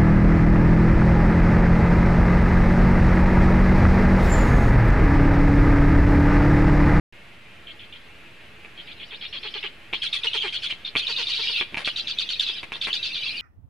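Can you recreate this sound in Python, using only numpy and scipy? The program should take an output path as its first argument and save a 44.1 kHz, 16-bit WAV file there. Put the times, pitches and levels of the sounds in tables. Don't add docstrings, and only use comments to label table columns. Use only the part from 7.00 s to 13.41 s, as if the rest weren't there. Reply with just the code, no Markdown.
import sys
import numpy as np
from scipy import signal
from scipy.fft import rfft, irfft, next_fast_len
from scipy.io import wavfile

SR = 44100
rng = np.random.default_rng(int(sys.argv[2]) if len(sys.argv) > 2 else 0)


def transcribe(u):
    v = np.clip(np.atleast_2d(u).T, -1, 1)
    q = np.round(v * 32767).astype(np.int16)
    wavfile.write(sys.argv[1], SR, q)


N = 282681
BAND_EDGE_HZ = 13100

# (time [s], length [s], rasp level [dB], low pitch [Hz])
YELPS = [(.673, .034, -42.5, 1370), (0.797, .038, -45.5, 1410), (0.928, .031, -44.5, 1436),
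         (1.78, .022, -41, 1143), (1.876, .042, -41, 800), (2.001, .031, -39, 704), (2.111, .036, -38, 455),
         (2.214, .042, -35, 647), (2.33, .044, -34, 549), (2.434, .043, -33.5, 428),
         (2.542, .039, -32.5, 409), (2.631, .034, -32.5, 396.5), (2.934, .021, -31, 1168),
         (3.023, .045, -27.5, 1438), (3.131, .034, -26, 1187), (3.237, .034, -28, 437),
         (3.335, .039, -28, 427), (3.424, .059, -29, 387.6), (3.527, .039, -28.5, 1416),
         (3.624, .04, -28, 1396), (3.696, .017, -29, 593), (3.852, .027, -33.5, 1292),
         (3.969, .029, -26, 1415), (4.071, .056, -29, 479), (4.166, .065, -29, 471.7),
         (4.273, .048, -28.5, 1004), (4.337, .036, -29.5, 1404), (4.379, .037, -32, 448),
         (4.422, .054, -30.5, 947), (4.483, .036, -33, 469), (4.564, .036, -30.5, 1294),
         (4.606, .018, -34, 336), (4.85, .039, -28, 1280), (4.964, .035, -28.5, 1385),
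         (5.074, .039, -29.5, 1385), (5.188, .036, -28, 1400), (5.293, .043, -28.5, 1400),
         (5.398, .038, -27, 1480), (5.468, .022, -29.5, 1373), (5.492, .014, -32.5, 446),
         (5.553, .033, -40.5, 1580), (5.74, .017, -36, 1400), (5.816, .035, -28, 1397),
         (5.932, .035, -28, 1512), (6.031, .036, -29.5, 1424), (6.146, .035, -32, 1523),
         (6.235, .05, -32.5, 1145)]
# (start [s], end [s], widest mouth [x throat frequency], squeak over rasp [dB], final wheeze [dB])
BOUTS = [(0.599, 1.05, 0.96, 12.5, -60), (1.75, 2.657, .98, 8, -48), (2.919, 3.46, 1, 11, -38),
         (3.498, 3.721, 1.036, -1, -42.5), (3.948, 4.6, 1.1, 12, -29.5), (4.831, 5.581, 1.087, 10, -37.5),
         (5.801, 6.397, 1.108, 10.5, -32.5)]


def begging(opening_s=.12, closing_s=.14, bridge_foot_hz=4850, bridge_top_hz=5530):
    out = np.zeros(N)
    next_starts_s = [row[0] for row in YELPS[1:]] + [np.inf]
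    for (s, length_s, db, low_hz), next_s in zip(YELPS, next_starts_s):
        start, end, widest, squeak_db, _ = min(BOUTS, key=lambda bout: max(bout[0] - s, s - bout[1]))
        opening = np.interp(s - start, [0, opening_s], [.94, 1])
        closing = np.interp(end - s, [0, closing_s], [.87, 1])
        mouth = widest * opening * closing
        climb_s = s + length_s
        add(out, *yelp(s, climb_s, db, db + squeak_db, db + 6.5, low_hz, mouth))
        if .03 < next_s - climb_s < .08:
            foot_hz, top_hz = bridge_foot_hz * mouth, bridge_top_hz * mouth
            at_s, bridge = whistle(climb_s + .012, next_s, foot_hz, top_hz, db - 19.5)
            add(out, at_s, bridge * reach(db) ** 4)
    return out


def yelp(dive_s, climb_s, rasp_db, dive_db, climb_db, low_hz, mouth, flutter_db=3, swell_db=4):
    t = np.arange(dive_s - .01, climb_s + .03, 1 / SR)
    progress = np.clip((t - dive_s) / (climb_s - dive_s), 0, 1)
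    inside = (t > dive_s) & (t < climb_s)
    cross_hz = THROAT_MODES[1][0] * mouth
    knots_hz = [cross_hz, low_hz * 1.17, low_hz * .92, cross_hz]
    pulses, puffs = voice_source(np.exp(np.interp(progress, [0, .25, .75, 1], np.log(knots_hz))))
    flutter = amp(flutter_db * wobble(len(t), 210))
    rasp = shaped((.64 * pulses + .36 * puffs) * flutter, lambda f: throat(f / mouth))
    cutoff_hz = max(BAND_EDGE_HZ * amp(.72 * min(rasp_db + 24, 0)), 3900)
    rasp = shaped(rasp, lambda f: 1 / (1 + (f / cutoff_hz) ** 8))
    ring = throat_ring(progress, mouth, cross_hz, cutoff_hz)
    gate_s = [dive_s - .004, dive_s - .002, climb_s, climb_s + .011, climb_s + .025]
    gate = np.interp(t, gate_s, [.16, 1, 1, .079, .51])
    push = amp(rasp_db - 2.5 + swell_db * (np.sin(np.pi * progress) - 1.5))
    voice = gate * push * (rasp / np.std(rasp[inside]) + ring / np.std(ring[inside]))
    voice += amp(rasp_db) * chest(pulses, puffs, progress, inside, low_hz)
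    voice += squeak(t - dive_s, cross_hz, dive_db, rasp_db, direction=-1)
    voice += squeak(t - climb_s, cross_hz, climb_db, rasp_db, direction=1)
    return t[0], voice * signal.windows.tukey(len(t), .1)


def voice_source(pitch_hz, jitter=.033):
    cycles = np.cumsum(pitch_hz * (1 + jitter * wobble(len(pitch_hz), 357))) / SR
    harmonics = sum(np.cos(2 * np.pi * k * cycles) * (k * pitch_hz < BAND_EDGE_HZ) for k in range(1, 30))
    puffs = (.64 + np.exp(-(cycles % 1) / .24)) * rng.standard_normal(len(cycles))
    return unit_rms(harmonics * np.sqrt(pitch_hz)), unit_rms(puffs)


def squeak(t, cross_hz, db, rasp_db, direction, width_s=.002, skirt_s=.013):
    sweep = .42 * reach(rasp_db) * np.tanh(direction * t / rng.uniform(.00794, .022))
    hz = cross_hz * (1 + sweep) * (1 + .0538 * wobble(len(t), 550))
    flare = amp(db - 2) * np.exp(-(t / width_s) ** 2 / 2)
    skirt = (direction > 0) * amp(rasp_db - 7) * np.exp(-(t / skirt_s) ** 2 / 2)
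    return (flare + skirt) * sine(hz)


def reach(db, knee_db=-32):
    return np.clip(1 - .05 * (db - knee_db), .2, 1)


# (centre [Hz], width [Hz], gain [dB])
THROAT_MODES = [(2535, 530, 5), (3374, 2200, 5.5), (4363, 350, -8.5)]
# (frequency [Hz], gain [dB])
THROAT_LEAK = [(900, -90), (1700, -52), (3000, -9.5), (5200, -13.5), (6800, -19.5), (8500, -14),
               (10500, -11.5), (11800, -40)]


def throat(hz, cutoff_hz=6180):
    modes = sum(amp(db) / (1 + (2 * (hz - centre) / width) ** 2) for centre, width, db in THROAT_MODES)
    return curve(THROAT_LEAK, hz) + modes / (1 + (hz / cutoff_hz) ** 12)


def throat_ring(progress, mouth, cross_hz, cutoff_hz):
    ring, size = 0, len(progress)
    for hz, _, db in THROAT_MODES:
        arch = 1 - .39 * (progress - rng.uniform(.2, .7)) ** 2
        pitch_hz = hz * np.sqrt(mouth) * arch * (1 + .015 * wobble(size, 300))
        tilt = (hz / cross_hz) ** (25 * (mouth - .9))
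        strength = tilt * amp(db / 2 + 3.5 * wobble(size, 130))
        ring += strength * sine(pitch_hz) / (1 + (hz / cutoff_hz) ** 10)
    return ring


# (frequency [Hz], gain [dB])
CHEST_RESPONSE = [(200, -12), (370, 15.5), (650, -6), (900, 6.5), (1300, 2.5), (1950, 3.5), (3500, -67)]


def chest(pulses, puffs, progress, inside, low_hz):
    drive = (.76 * pulses + .24 * puffs) * np.sin(np.pi * progress) ** 2
    body = shaped(drive, lambda f: curve(CHEST_RESPONSE, f))
    return amp(-12) * (420 / low_hz) ** 5 * body / np.std(body[inside])


# (time [s], length [s], top pitch [Hz], level [dB])
SQUEALS = [(3.27, 0.0086, 2900, -12), (3.375, 0.0052, 3170, -13.5), (3.384, .036, 3327, -23),
           (4.017, 0.042, 3245, -27), (4.47, .007, 2980, -17), (4.899, 0.0108, 2910, -23.5),
           (5.185, .005, 3560, -13), (5.29, 0.0049, 3420, -14), (5.396, .005, 3490, -10.5),
           (5.901, 0.011, 3170, -21), (5.929, .005, 3530, -13)]


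def squeals():
    out = np.zeros(N)
    for s, length_s, top_hz, db in SQUEALS:
        add(out, *whistle(s, s + length_s, .88 * top_hz, top_hz, db))
    return out


def whistle(start_s, end_s, foot_hz, top_hz, db, jitter=.034, flutter_db=4):
    u = np.linspace(-1, 1, int((end_s - start_s) * SR))
    hz = (top_hz + (foot_hz - top_hz) * u ** 2) * (1 + jitter * wobble(len(u), 280))
    tone = sine(hz) + .1 * (top_hz / 5530) ** 2 * sine(2 * hz)
    tone *= amp(flutter_db * wobble(len(u), 200))
    return start_s, amp(db - 8.5) * unit_rms(tone * signal.windows.tukey(len(u), .6))


def wheeze(count=2600, cry_s=.012, spread_db=16, air_db=-3, mouth=1.03):
    chatter, u = np.zeros(N), np.linspace(-1, 1, int(cry_s * SR))
    t = np.arange(len(u)) / SR
    for when, pitch, strength in rng.random((count, 3)):
        hz = 2300 * 2.3 ** pitch
        cry = (1 - u ** 2) * np.sin(2 * np.pi * hz * t)
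        add(chatter, when * N / SR, amp(spread_db * strength) * cry)
    source = unit_rms(chatter) + amp(air_db) * rng.standard_normal(N)
    return unit_rms(shaped(source, lambda f: throat(f / mouth))) * wheeze_envelope()


def wheeze_envelope(rise_db=9, attack_s=.018, release_s=.027):
    t, gain = np.arange(N) / SR, 0
    for start, end, _, _, db in BOUTS:
        swell = amp(db - rise_db * np.clip((end - t) / (end - start), 0, 1))
        attack = np.clip((t - start) / attack_s, 0, 1)
        gain += swell * attack * np.exp(-np.maximum(t - end, 0) / release_s)
    return gain


# (time [s], level [dB])
BILL_CLACKS = [(1.648, -27.5), (2.929, -18), (2.935, -12), (3.726, -21), (3.9534, -10.5), (3.9603, -8.5),
               (4.611, -11), (4.626, -20), (4.7442, -13), (4.772, -12), (4.875, -12), (5.634, -20),
               (5.72, -16.5), (5.872, -15.5)]


def clacks(bill_hz=2390, ring_s=.0015, knock_s=.0016, rattle_s=.0051, attack_s=.00034):
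    out, t = np.zeros(N), np.arange(int(.05 * SR)) / SR
    phase = 2 * np.pi * bill_hz * t
    bill = (np.sin(phase) + .5 * np.sin(1.086 * phase)) * np.exp(-t / ring_s)
    attack = 1 - np.exp(-t / attack_s)
    for s, db in BILL_CLACKS:
        knock = sum(np.sin(2 * np.pi * hz * rng.uniform(.66, 1.18) * t) for hz in (420, 900, 1400))
        knock *= amp(-11) * np.exp(-t / knock_s)
        rattle = amp(-24) * noise(len(t), RUSTLE_SPECTRUM) * np.exp(-t / rattle_s)
        add(out, s, amp(db) * attack * (bill + knock + rattle))
    return out


# (time [s], length [s], rustle [dB], thump [dB])
WING_STROKES = [(3.958, 0.046, -42, -51), (5.629, 0.027, -41.5, -58), (4.722, 0.035, -55, -47),
                (4.766, 0.082, -36, -56), (4.874, 0.035, -37.5, -60), (5.72, 0.038, -42.5, -59),
                (5.754, 0.033, -43.5, -57), (5.869, 0.043, -35, -49.5)]
# (frequency [Hz], density [dB])
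RUSTLE_SPECTRUM = [(150, -33.5), (500, -1), (1300, -1.5), (2500, 3), (4000, -5.5), (7000, -25),
                   (11000, -22.5), (13500, -88)]
# (frequency [Hz], density [dB])
THUMP_SPECTRUM = [(40, -25), (130, -3), (280, 0), (600, -7), (1500, -44)]


def wings(grain_db=3.5):
    out = np.zeros(N)
    for s, length_s, rustle_db, thump_db in WING_STROKES:
        u = np.linspace(0, 1, int(length_s * SR))
        stroke = unit_rms(np.minimum(u / .037, 1) * (1 - u) ** 1.13)
        rustle = unit_rms(noise(len(u), RUSTLE_SPECTRUM) * amp(grain_db * wobble(len(u), 220)))
        thump = noise(len(u), THUMP_SPECTRUM)
        add(out, s, stroke * (amp(rustle_db) * rustle + amp(thump_db) * thump))
    return out


def trees(x, t60_s=1.0, wet_db=-19, echoes_per_s=2000):
    t = np.arange(int(.7 * SR)) / SR
    echoes = rng.standard_normal(len(t)) * (rng.random(len(t)) < echoes_per_s / SR)
    tail = echoes * amp(-60 * t / t60_s) * np.minimum(t / .0062, 1)
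    return x + amp(wet_db) * signal.fftconvolve(x, tail / np.linalg.norm(tail))[:N]


# (frequency [Hz], density [dB])
FOREST_SPECTRUM = [(12, -40), (20, -3), (27, -3.5), (131, -3), (296, -7), (349, -7.5), (379, -7.5),
                   (690, -11.5), (1010, -14.5), (2620, -6.5), (5770, -31), (13400, -37)]


def forest(level_db=-49.36, swell_db=.5):
    return amp(level_db + swell_db * wobble(N, 7.3)) * noise(N, FOREST_SPECTRUM)


def amp(db):
    return 10 ** (np.asarray(db) / 20)


def unit_rms(x):
    return x / np.sqrt(np.mean(x ** 2) + 1e-20)


def sine(hz):
    return np.sin(2 * np.pi * np.cumsum(hz) / SR)


def add(mix, s, sound):
    part = mix[max(round(s * SR), 0):][:len(sound)]
    part += sound[:len(part)]


def curve(points, hz):
    f, db = np.transpose(points)
    return amp(np.interp(np.log(hz + 1), np.log(f + 1), db))


def shaped(x, gain):
    size = next_fast_len(len(x) + 512)
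    return irfft(rfft(x, size) * gain(np.fft.rfftfreq(size, 1 / SR)), size)[:len(x)]


def noise(size, spectrum):
    return unit_rms(shaped(rng.standard_normal(size), lambda f: curve(spectrum, f)))


def wobble(size, hz):
    return unit_rms(shaped(rng.standard_normal(size), lambda f: np.exp(-(f / hz) ** 2)))


def scene():
    nest = wheeze() + begging() + squeals() + clacks() + wings()
    return np.tile(trees(nest) + forest(), (2, 1))


def record(dry, highpass_hz=650, dc_offset=.0038, switch_on_s=.125):
    copies = [(.85, .012066), (-.85, .008064)]  # (gain, delay [s])
    f = np.fft.rfftfreq(2 * N, 1 / SR)
    highpass = 1j * f / (highpass_hz + 1j * f)
    combs = np.array([1 + gain * highpass * np.exp(-2j * np.pi * f * s) for gain, s in copies])
    wide = irfft(rfft(dry, 2 * N) * combs)[:, :N] + dc_offset
    wide *= np.arange(N) / SR > switch_on_s
    lowpass = signal.firwin(255, BAND_EDGE_HZ, window=("kaiser", 9), fs=SR)
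    return signal.oaconvolve(wide, lowpass[None], "same")


dry = scene()
out = record(dry)
transcribe(out)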